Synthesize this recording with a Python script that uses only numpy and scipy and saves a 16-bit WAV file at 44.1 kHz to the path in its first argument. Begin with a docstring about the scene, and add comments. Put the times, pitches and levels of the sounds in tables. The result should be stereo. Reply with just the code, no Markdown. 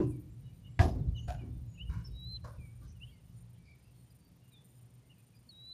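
"""A metal grandstand at dusk, left by a walker with a phone: two heavy treads boom through frame and planks.
Lighter scuffing steps follow, made of grit clicks in resonances; the rumble dies away over a faint hum, both of
noise in narrow bands. Birds, near-sine notes, call close by and from the tree line, with an echo off the trees.
Katydids, noise gated by wing strokes and tooth bursts, throb high up in a smooth hiss of evening air."""
import sys
import numpy as np
from scipy import signal
from scipy.fft import rfft, irfft
from scipy.io import wavfile
from scipy.ndimage import uniform_filter1d

SR = 44100
rng = np.random.default_rng(int(sys.argv[2]) if len(sys.argv) > 2 else 0)


def store_wav(level_fs):
    """Save 16-bit WAV to argv[1]."""
    pcm = np.round(np.clip(np.atleast_2d(level_fs), -1, 1) * 32767)
    wavfile.write(sys.argv[1], SR, pcm.T.astype(np.int16))


def level_to_linear(level):
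    """Convert decibel levels to linear amplitude factors, elementwise."""
    exponent = np.asarray(level, float) / 20
    return 10 ** exponent


N = 252693
T = np.arange(N) / SR  # s
HZ = np.fft.rfftfreq(N, 1 / SR) + 1e-3  # kept off zero for the logarithm


def level(x, db):
    """Set the rms."""
    return x * level_to_linear(db) / np.sqrt(np.mean(x ** 2))


def along(table, hz=HZ):
    """Read (Hz, value) points on a log-frequency axis."""
    f, v = np.transpose(table)
    return np.interp(np.log(hz), np.log(f), v)


def ring(x, hz, width):
    """Two-pole resonance, gain 1 at the centre."""
    return signal.lfilter(*signal.iirpeak(hz, hz / width, fs=SR), x)


def steep(x, hz, width):
    """The resonance twice, for dark skirts."""
    return ring(ring(x, hz, width), hz, width)


def walk(rate):
    """Random levels held 1 / rate s and slewed twice; spread near 1."""
    k = int(SR / rate)
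    held = np.repeat(rng.standard_normal(N // k + 1), k)
    return 1.3 * uniform_filter1d(uniform_filter1d(held, k), k)[:N]


def ports(a, b, alike):
    """Two unrelated versions of a spread-out sound, mixed by frequency as close microphone ports hear it."""
    likeness = np.clip(along(alike), 0, 1)
    mid = irfft(rfft(a) * np.sqrt((1 + likeness) / 2), N)
    side = irfft(rfft(b) * np.sqrt((1 - likeness) / 2), N)
    return np.array([mid + side, mid - side])


def pan(db):
    """Left and right gains for a left minus right difference in dB."""
    return level_to_linear(np.array([db, -db]) / 2)


def fade(n, edge):
    """Soft start and end, each edge seconds long, for a short sound."""
    k = np.arange(n)
    return np.clip(np.minimum(k, n - k) / (edge * SR), 0, 1)


# Modes of the frame underfoot: deep, upper, and the murmur above them.
# Each row: centre in Hz, width in Hz, level in dB within its layer.
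DEEP_MODES = [(55.9, 23.7, -1), (76, 34, -2.5)]
UPPER_MODES = [(101.6, 22, -2.5), (118.2, 32.7, 4.5), (165.4, 27, -4)]
MURMUR_MODES = [(239.5, 120, 6), (353, 140, -5.5), (491, 95, -7)]
# Swells of the frame's shaking, at the steps and between them.
# Each row: time in s, shudder of the deep modes, upper modes and murmur in dB.
FRAME_SWELLS = [(0.0, -51, -44, -42.5), (0.045, -37.5, -33.5, -51), (0.829, -26, -31, -45.5),
                (0.96, -42, -40, -45.5), (1.0, -40, -32.5, -55), (1.09, -35.5, -37, -83),
                (1.282, -38, -44, -54), (1.44, -41, -46, -59), (1.57, -43.5, -55, -67),
                (1.9, -39.5, -42, -58), (1.96, -38.5, -40, -64), (2.088, -49, -51, -59.5),
                (2.27, -50, -70, -70), (2.45, -48.5, -53, -72), (2.59, -46, -48.5, -61),
                (2.82, -46, -52, -64), (3.3, -66, -59, -75)]
# For deep, upper and murmur: slow sway against the quick shudder in dB.
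SWAY_BELOW_SHUDDER_DB = (-13.5, -15.5, -24)
# For deep, upper and murmur: level of the distant traffic under it all in dB.
TRAFFIC_DB = (-72.5, -68, -79)
# Fall by 60 dB, in s, for deep, upper and murmur.
SHUDDER_T60_S, SWAY_T60_S = (0.45, 0.39, 0.46), (4.9, 5.55, 5.8)
SWELL_RISE_S = 0.019  # rise ahead of each swell's time


def sway():
    """Frame modes shaken at random: each swell dies as a quick shudder and a slow sway over steady rumble."""
    out = 0
    highpass = signal.butter(4, 44, "highpass", fs=SR, output="sos")  # little passes under the lowest mode
    for k, modes in enumerate((DEEP_MODES, UPPER_MODES, MURMUR_MODES)):
        shaking = sum(level_to_linear(db) * level(steep(rng.standard_normal(N), hz, width), 0) for hz, width, db in modes)
        shaking = signal.sosfilt(highpass, shaking)
        power = level_to_linear(TRAFFIC_DB[k]) ** 2
        for s, *swell_db in FRAME_SWELLS:
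            t = np.maximum(T - s, 0)
            shudder = level_to_linear(-60 * t / SHUDDER_T60_S[k]) ** 2
            slow = level_to_linear(SWAY_BELOW_SHUDDER_DB[k] - 60 * t / SWAY_T60_S[k]) ** 2
            rise = np.clip(1 + (T - s) / SWELL_RISE_S, 0, 1) ** 2
            power = power + level_to_linear(swell_db[k]) ** 2 * (shudder + slow) * rise
        out = out + level(shaking, 0) * np.sqrt(power)
    return out


# A wavering hum that moves off. Each row: time in s, level of the stronger band in dB.
HUM_LEVELS = [(0, -51.5), (.75, -51.5), (3.0, -56), (3.55, -52.5), (3.68, -65.5), (4.6, -60.5), (5.73, -68)]
# Each row: centre in Hz, width in Hz, level in dB against the stronger band.
HUM_MODES = [(119.84, 13.8, 0), (175, 19, -11)]


def hum():
    """Noise in two narrow low bands, which waver because they are narrow."""
    s, db = np.transpose(HUM_LEVELS)
    bands = sum(level(steep(rng.standard_normal(N), hz, width), g) for hz, width, g in HUM_MODES)
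    return bands * level_to_linear(np.interp(T, s, db))


# Katydid phrases high up. Each row: start in s, length in s, gain of the high bands and of the low bands in dB.
KATYDID_PHRASES = [(0.077, 0.16, -78, -73.5), (0.38, 0.24, -87, -79), (0.774, .45, -85, -80),
                   (1.264, 0.094, -84, -68), (1.445, 0.55, -87, -78.5), (1.995, .36, -83.5, -77),
                   (2.464, 0.086, -81, -71), (2.596, 0.53, -87.5, -74.5), (3.34, 0.11, -85, -69),
                   (3.468, 0.76, -85.5, -75), (4.083, 0.12, -82, -71.5), (4.236, 0.26, -84, -78.5),
                   (4.445, 0.11, -81, -71), (4.603, 0.4, -84, -72.5), (5.165, 0.14, -83, -73),
                   (5.317, 0.53, -87, -76)]
PHRASE_EDGE_S, REST_DB = 0.032, (-89, -80)  # rest gain of the high and the low bands


def phrases(rows, rest_db):
    """Gain of a chorus that swells into phrases over a quiet rest."""
    gain = level_to_linear(rest_db)
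    for s, length, db in rows:
        inside = np.minimum(T - s, s + length - T)
        gain = np.maximum(gain, level_to_linear(db) * np.clip(inside / PHRASE_EDGE_S + .5, 0, 1))
    return gain


# Wing resonances. Each row: centre in Hz, width in Hz, level in dB before the phrase gain.
WING_BANDS = [(7110, 280, -18), (8976, 470, -4.5), (10220, 210, -14), (11650, 230, -7.5), (13720, 750, 3)]
THROB_HZ, TOOTH_HZ = 24.3, 176  # mean rates; both waver


def katydid():
    """Wing strokes of uneven length in a steady throb, each a few uneven tooth bursts, ringing the wing's bands."""
    high, low = (phrases(np.array(KATYDID_PHRASES)[:, [0, 1, 2 + k]], REST_DB[k]) for k in range(2))
    throb = np.sin(2 * np.pi * (THROB_HZ * T + .12 * walk(3)))
    stroke = np.clip(1.5 + 1.3 * walk(14) + 2.2 * throb, .18, 1)
    tooth_phase = 2 * np.pi * np.cumsum(TOOTH_HZ * (1 + .15 * walk(12))) / SR
    teeth = level_to_linear(5.0 * np.sin(tooth_phase) + 1.5 * walk(60))
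    out = 0
    for hz, width, db in WING_BANDS:
        middle, side = rng.standard_normal((2, N))
        rasp = middle + .3 * side * np.array([[1], [-1]])
        rasp = rasp * stroke * teeth * level_to_linear(1.5 * walk(40))
        out = out + level(steep(rasp, hz, width), db) * (high if hz > 11000 else low)
    return out * pan(0.66)[:, None]


# Tilt of the evening air. Each row: frequency in Hz, relative density in dB per Hz.
AIR_TILT = [(90, -21), (150, -2.5), (324, -15.5), (1500, -28), (2600, -27.5), (7000, -33.5), (8000, -36.5),
            (9000, -33), (11500, -36.5), (12600, -47.5), (13700, -52), (15000, -63)]
# Spread-out air at the two ports. Each row: frequency in Hz, likeness of left and right [0 to 1].
AIR_LIKENESS = [(130, 1.), (290, 0.89), (640, 0.69), (1400, 0.36), (3000, 0.26), (15000, 0.4)]


def air():
    """Evening air: smooth distant hiss that swells a little."""
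    a, b = (irfft(rfft(rng.standard_normal(N)) * level_to_linear(along(AIR_TILT)), N) for _ in range(2))
    return level(ports(a, b, AIR_LIKENESS), -68) * level_to_linear(0.11 * walk(4.9))


# Soles dragging grit underfoot.
# Each row: start in s, drag in s, sole level in dB, grit level in dB before its 3.7 dB lift.
SOLE_DRAGS = [(0.0, 0.019, -54, -76), (0.795, .02, -34, -58), (1.276, .03, -44, -82),
              (1.89, 0.067, -56.5, -72), (2.438, .03, -49.5, -71), (2.81, 0.035, -70, -76),
              (3.29, 0.061, -83, -83)]
# Fine hiss cresting as each foot rolls to the toe. Each row: crest in s, level in dB before its 1.2 dB lift.
TOE_ROLLS = [(.105, -64.5), (.86, -60.5), (1.325, -69), (1.93, -82), (2.505, -68.5), (2.83, -84),
             (3.36, -93)]
# How each sole sounds as it drags.
# Each row: three resonances in Hz, second and third against the first in dB, left minus right in dB.
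SOLE_RESONANCES = [(988, 720, 2630, -2, -10, -0.5), (714, 940, 4700, -40, -31, 1),
                   (700, 1480, 2400, -11, -24, -1.9), (1025, 1490, 2220, 1, -5.5, -2.4),
                   (574, 1060, 1410, 0.2, -4, -2.2), (1180, 1430, 2300, 1, -22, 1),
                   (680, 1300, 2000, 4, -4, .3)]
LIFT_DB_PER_S = (179, 148)  # sole and grit fade once the drag ends
LAND_S, LAND_DB = 0.0089, -18  # the sole loads up from this far below
ROLL_WIDTH_S = 0.041  # the hiss is 10 dB down this far from its crest


def scuffs():
    """Dense grit clicks of uneven size excite the sole's resonances, a broad crunch and a fine hiss."""
    out = np.zeros((2, N))
    for (s, drag, *peaks), (roll, roll_db), resonances in zip(SOLE_DRAGS, TOE_ROLLS, SOLE_RESONANCES):
        low_hz, mid_hz, high_hz, mid_db, high_db, pan_db = resonances
        i, j = int(s * SR), int((s + drag + .22) * SR)
        n = j - i
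        t = T[i:j] - s
        land = LAND_DB * np.clip(1 - t / LAND_S, 0, 1)
        after = np.maximum(t - drag, 0)
        sole_db, grit_db = (peak + land - lift * after for peak, lift in zip(peaks, LIFT_DB_PER_S))
        fine_db = roll_db - 10 * np.abs(t + s - roll) / ROLL_WIDTH_S
        struck = rng.random(n) < .15
        clicks = rng.standard_normal((2, n)) * level_to_linear(1.85 * rng.exponential(size=n)) * struck
        clicks *= level_to_linear(2.0 * walk(60)[i:j])  # the sole sticks and slips
        low = level(steep(clicks[0], low_hz, 150), 0)
        for side in range(2):
            shared = clicks[0] + 0.52 * clicks[1] * (-1) ** side
            mid = level(steep(shared, mid_hz, 360), mid_db)
            high = level(steep(clicks[side], high_hz, 390), high_db)
            crunch = level(steep(clicks[side], 1600, 4300), -11)
            sole = level(low + mid + high + crunch, 0)
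            grit = level(steep(clicks[side], 4300, 4200), 3.7)
            fine = level(steep(clicks[side], 9360, 3200), 1.2)
            scuff = level_to_linear(sole_db) * sole + level_to_linear(grit_db) * grit + level_to_linear(fine_db) * fine
            out[side, i:j] += scuff * pan(pan_db)[side] * fade(n, 0.0012)
    return out


# Treads on the planks. Each row: start in s, ring gain in dB, loudest frequency in Hz,
# fall away from it in dB per octave, rattle time constant in s, wash gain in dB.
PLANK_TREADS = [(0.001, -32, 300, -32, .02, -34), (0.792, -46.5, 408, -4, 0.025, -30),
                (0.85, -43, 330, -18, 0.018, -36), (0.96, -52.5, 330, -35, 0.028, -56),
                (1.41, -55.5, 263, -16, 0.083, -51)]
# Plank modes. Each row: centre in Hz, gain in dB against the ring, fall by 60 dB in s.
PLANK_MODES = [(244.7, -2, 0.76), (279.3, -2.5, 0.49), (309.6, 0.5, 0.564), (360.6, 2.5, 0.35),
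               (363, -31, 0.33), (463, -24, .5), (528, -0.5, 0.25), (535, -28.5, 0.45), (604, -25.5, 0.11),
               (703, 2, 0.27), (731, 3, 0.16), (770, -12, .2), (860, -29, 0.18), (908, 11.5, 0.07),
               (1046, 8, 0.17), (1058, -0.5, 0.34), (1234, 7.5, 0.19), (1690, -16.5, 0.086),
               (1672, 19.5, 0.045), (1950, -1.5, 0.05), (2420, -1, 0.068)]
# The many close modes heard as a wash. Each row: centre in Hz, gain in dB against the wash, fall by 60 dB in s.
WASH_BANDS = [(216, -9, 0.89), (330, -10, 0.4), (520, -29, 0.87), (790, -8, 0.3), (1260, -10, 0.2),
              (1900, -2, 0.083), (3130, -0.5, 0.19), (5000, -23.5, .25), (7400, -39, 0.15),
              (11500, -22, 0.17)]


def treads():
    """Each tread rattles the planks for a moment; detuned modes beat and ring over a wash of decaying noise."""
    out = np.zeros(N)
    noises = [level(steep(rng.standard_normal(N), hz, .7 * hz), 0) for hz, _, _ in WASH_BANDS]
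    t = T[:int(.8 * SR)]
    n = len(t)
    for s, ring_db, top_hz, tilt_db, rattle, wash_db in PLANK_TREADS:
        i = int(s * SR)
        push = rng.standard_normal(n) * np.exp(-t / rattle) / np.sqrt(rattle * SR)
        for hz, db, t60 in PLANK_MODES:
            gain = level_to_linear(ring_db + db + tilt_db * abs(np.log2(hz / top_hz)))
            r = np.exp(-np.log(1000) / (t60 * SR))
            # neighbouring planks are tuned a little apart
            for w in 2 * np.pi * hz * (1 + 0.0366 * rng.standard_normal(5)) / SR:
                mode = signal.lfilter([np.sin(w)], [1, -2 * r * np.cos(w), r * r], push)
                out[i:i + n] += gain * mode
        for (hz, db, t60), noise in zip(WASH_BANDS, noises):
            gain = level_to_linear(wash_db + db + tilt_db * abs(np.log2(hz / top_hz)))
            tail = level_to_linear(-60 * t / t60) * np.clip(t / 0.0006, 0, 1)
            out[i:i + n] += gain * tail * noise[i:i + n]
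    return out


# Planks underfoot at the two ports. Each row: frequency in Hz, likeness of left and right [0 to 1].
PLANK_LIKENESS = [(130, 1.), (290, .995), (640, .97), (1400, .62), (3100, .15), (6800, .2), (15000, .5)]


def planks():
    """The treads drawn twice at random and spread over the ports."""
    return ports(treads(), treads(), PLANK_LIKENESS)


NOTE_EDGE_DB = -18.5  # start and end of a note against its crest
HOOK_S = .03  # time constant of a hook settling


def arch(s, length, hz, db, crest=.5, hook=0., glide_hz=0.):
    """One note: level swells to a crest and sinks, pitch hooks down by a share or glides in Hz per s."""
    t = np.arange(int(length * SR)) / SR
    u = t / length - crest
    u = u / np.where(u < 0, crest, 1 - crest)
    return s, hz * (1 + hook * np.exp(-t / HOOK_S)) + glide_hz * t, db + NOTE_EDGE_DB * u ** 2


def far(notes, **shape):
    """Shape every row of a table of far notes."""
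    return [(*arch(*note, **shape), pan_db) for *note, pan_db in notes]


# Each row: start in s, length in s, settled pitch before the sag in Hz, crest in dB, left minus right in dB.
HOOK_NOTES = [(0.1, .1, 2280, -75, 4), (0.2, 0.076, 2270, -85, 7), (1.375, .11, 2310, -67, -3),
              (2.575, .15, 2330, -66, -6), (3.095, 0.13, 2140, -77.5, -6), (4.51, 0.13, 3515, -67, 7.5),
              (5.1, 0.05, 2590, -70, 6), (2.945, 0.051, 2690, -76, -3)]


def hooks():
    """Far notes that start 15 percent sharp, settle and sag."""
    return far(HOOK_NOTES, crest=0.34, hook=.15, glide_hz=-700)


# Each row: start in s, length in s, pitch in Hz, crest in dB, left minus right in dB.
SEET_NOTES = [(.285, .085, 7460, -83, 5.5), (.68, 0.14, 7580, -80, -3), (1.21, 0.17, 6850, -68, 7),
              (1.66, 0.16, 6810, -71.5, 5)]


def seets():
    """Thin, high far notes of level pitch."""
    return far(SEET_NOTES, crest=.45)


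CHORUS_PER_S, CHORUS_DB, CHORUS_HZ = 9, -86, (2100, 5200)  # mean level, pitch range


def chorus():
    """Faint far notes at random times and pitches, in the rows of a note table."""
    when, length, pitch, loud, place = rng.random((int(CHORUS_PER_S * N / SR), 5)).T
    hz = CHORUS_HZ[0] * (CHORUS_HZ[1] / CHORUS_HZ[0]) ** pitch
    db = CHORUS_DB + 8 * (loud - .5)
    return list(zip(when * (N / SR - .2), .05 + .1 * length, hz, db, 12 * (place - .5)))


# Each row: start in s, length in s, pitch in Hz, crest in dB, left minus right in dB.
PEEP_NOTES = [(.43, 0.089, 2920, -72.5, -6), (.42, .08, 3820, -77.5, -3), (.63, 0.065, 2900, -66.5, -10),
              (.635, 0.038, 3600, -84, 0), (1.145, .075, 2940, -53, -9), (1.21, .05, 2850, -72, 3),
              (1.345, 0.097, 2860, -72, 9), (1.74, 0.042, 2850, -69, -7), (1.76, .06, 3900, -83, -4),
              (1.865, 0.041, 2900, -59, -2), (1.893, 0.047, 3840, -69.5, -4), (3.56, 0.11, 2300, -80, -10),
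              (3.65, 0.12, 2310, -64.5, -5), (3.81, .12, 2690, -78, 10), (4.03, 0.074, 3120, -82, -2),
              (4.19, .13, 4630, -77.5, 3), (4.41, .11, 2830, -75, 6), (4.5, 0.077, 2420, -77, 8),
              (5.0, 0.12, 2090, -82, -6), (5.09, 0.043, 2877, -65.5, 4), (5.16, 0.061, 2500, -76, 2.5),
              (5.32, .05, 2460, -79, -3), (5.345, .05, 4830, -73, 10)]


def peeps():
    """Short far notes of level pitch, with the faint chorus among them."""
    return far(PEEP_NOTES + chorus(), crest=0.54)


# Each row: start in s, length in s, starting pitch in Hz, crest in dB, left minus right in dB.
RISE_NOTES = [(1.775, 0.071, 2560, -49.5, -4), (3.0, 0.057, 2590, -54, -9), (3.055, 0.067, 2850, -67.5, -5),
              (0.895, .035, 4900, -63.5, 7), (2.042, 0.031, 5250, -53.5, 5)]


def rises():
    """Far notes that glide up."""
    return far(RISE_NOTES, crest=0.59, glide_hz=8500)


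# Each row: start in s, length in s, starting pitch in Hz, crest in dB, left minus right in dB.
FALL_NOTES = [(.983, 0.033, 4400, -77, 4), (1.078, .03, 4180, -74, -1), (1.16, 0.053, 4200, -64.5, 1),
              (2.063, 0.025, 5530, -54.5, 2), (2.345, 0.058, 3900, -67, -4), (4.1, .025, 5230, -72, -.5)]


def falls():
    """Far notes that drop steeply."""
    return far(FALL_NOTES, crest=0.2, glide_hz=-27000)


# Each row: start in s, length in s, pitch in Hz, crest in dB, left minus right in dB.
BUZZ_NOTES = [(1.153, 0.11, 6300, -69, -6), (2.08, .05, 5200, -75, 5), (2.87, 0.072, 5950, -72, 0),
              (3.05, 0.096, 3130, -75, 3), (3.63, 0.14, 4700, -77, -2), (3.53, 0.092, 3190, -81, -6)]


def buzzes():
    """Far notes of level pitch; their fast flutter makes the buzz."""
    return far(BUZZ_NOTES, crest=0.26)


# Two clear whistles close by, a table each. Each row: time in s, pitch in Hz, level in dB.
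WHISTLE_TRACKS = [
    [(2.1, 3790, -85), (2.164, 3860, -58.5), (2.242, 3912, -50.5), (2.296, 4103, -49.5), (2.358, 4080, -44),
     (2.37, 4050, -44), (2.385, 3830, -96)],
    [(5.483, 4540, -97), (5.493, 4410, -52.5), (5.503, 4400, -57), (5.519, 3840, -63.5), (5.545, 3813, -61),
     (5.703, 4004, -51), (5.73, 4016, -46.5)],
]
# For each whistle: left minus right in dB.
WHISTLE_SIDES = (2, -7)


def whistles():
    """Pitch and level of each whistle, drawn point to point sample by sample."""
    notes = []
    for track, pan_db in zip(WHISTLE_TRACKS, WHISTLE_SIDES):
        s, hz, db = np.transpose(track)
        t = np.arange(s[0], s[-1], 1 / SR)
        notes.append((s[0], np.interp(t, s, hz), np.interp(t, s, db), pan_db))
    return notes


# What the trees return, in dB, of whistles, hooks, rises, falls, peeps, seets, buzzes.
TREE_ECHO_DB = (-24, -8, -13, -13, -9, -12, -9)
TREE_T60_S = 0.68
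PORT_RAD = 1.0  # a note reaches the nearer port this far ahead in phase


def birds():
    """Near sines; far notes flutter after crossing leaves and air, and the trees return a short smear."""
    out, send = np.zeros((2, 2, N))
    kinds = (whistles(), hooks(), rises(), falls(), peeps(), seets(), buzzes())
    # flutter of each kind: (spread dB, rate Hz)
    flutters = ((.4, 150), (2.2, 100), (2.3, 150), (3.0, 250), (2.5, 150), (3.0, 150), (3.5, 600))
    for notes, (flutter_db, flutter_hz), echo_db in zip(kinds, flutters, TREE_ECHO_DB):
        flutter = level(level_to_linear(flutter_db * walk(flutter_hz)), 0)
        # the phase shakes at the same rate, which blurs the line
        blur = 0.58 * flutter_db * walk(flutter_hz)
        for s, hz, db, pan_db in notes:
            i = int(s * SR)
            j = i + len(hz)
            lead = PORT_RAD / 2 * np.sign(pan_db) * np.array([[1], [-1]])
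            phase = 2 * np.pi * np.cumsum(hz) / SR + blur[i:j] + lead
            tone = np.sqrt(2) * np.sin(phase) * level_to_linear(db) * flutter[i:j]
            note = tone * pan(pan_db)[:, None] * fade(j - i, 0.00163)
            out[:, i:j] += note
            send[:, i:j] += level_to_linear(echo_db) * note
    t = T[:SR // 2]
    trees = rng.standard_normal((2, len(t))) * level_to_linear(-60 * t / TREE_T60_S) * (t > .008)
    trees /= np.sqrt(np.sum(trees ** 2, axis=1, keepdims=True))
    return out + signal.fftconvolve(send, trees, axes=1)[:, :N]


# Heel flexing a plank. Columns: start in s, peak in dB, pitch in Hz, contact in s.
HEEL_THUMP = (0.7877, -12.5, 92, .03)


def thump():
    """A few swings of the plank while the heel loads it."""
    s, db, hz, contact = HEEL_THUMP
    u = np.clip((T - s) / contact, 0, 1)
    return -level_to_linear(db) * np.sin(np.pi * u ** 1.6) * np.sin(2 * np.pi * hz * (T - s))


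# First contact of the heel. Columns: time in s, peak in dB before panning, centre in Hz, width in Hz.
HEEL_CRACK = (0.7926, -23, 1800, 1200)


def crack():
    """One sharp tick, damped within a few swings, towards the right port."""
    s, db, hz, width = HEEL_CRACK
    impulse = 1. * (np.arange(N) == int(s * SR))
    tick = steep(impulse, hz, width)
    return -level_to_linear(db) * tick / np.max(np.abs(tick)) * pan(-5.0)[:, None]


def scene():
    """All sources at the two ports."""
    steps = scuffs() + planks() + thump() + crack()
    return sway() + hum() + katydid() + air() + steps + birds()


def band_limit(x):
    """A steep low-pass at the top of the band."""
    return signal.sosfilt(signal.butter(12, 15670, fs=SR, output="sos"), x)


def record(dry):
    """The phone cuts the top, steeply above 14.5 kHz."""
    lowpass = signal.ellip(8, .2, 60, 14500, fs=SR, output="sos")
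    return band_limit(signal.sosfilt(lowpass, dry))


dry = scene()
out = record(dry)
store_wav(out)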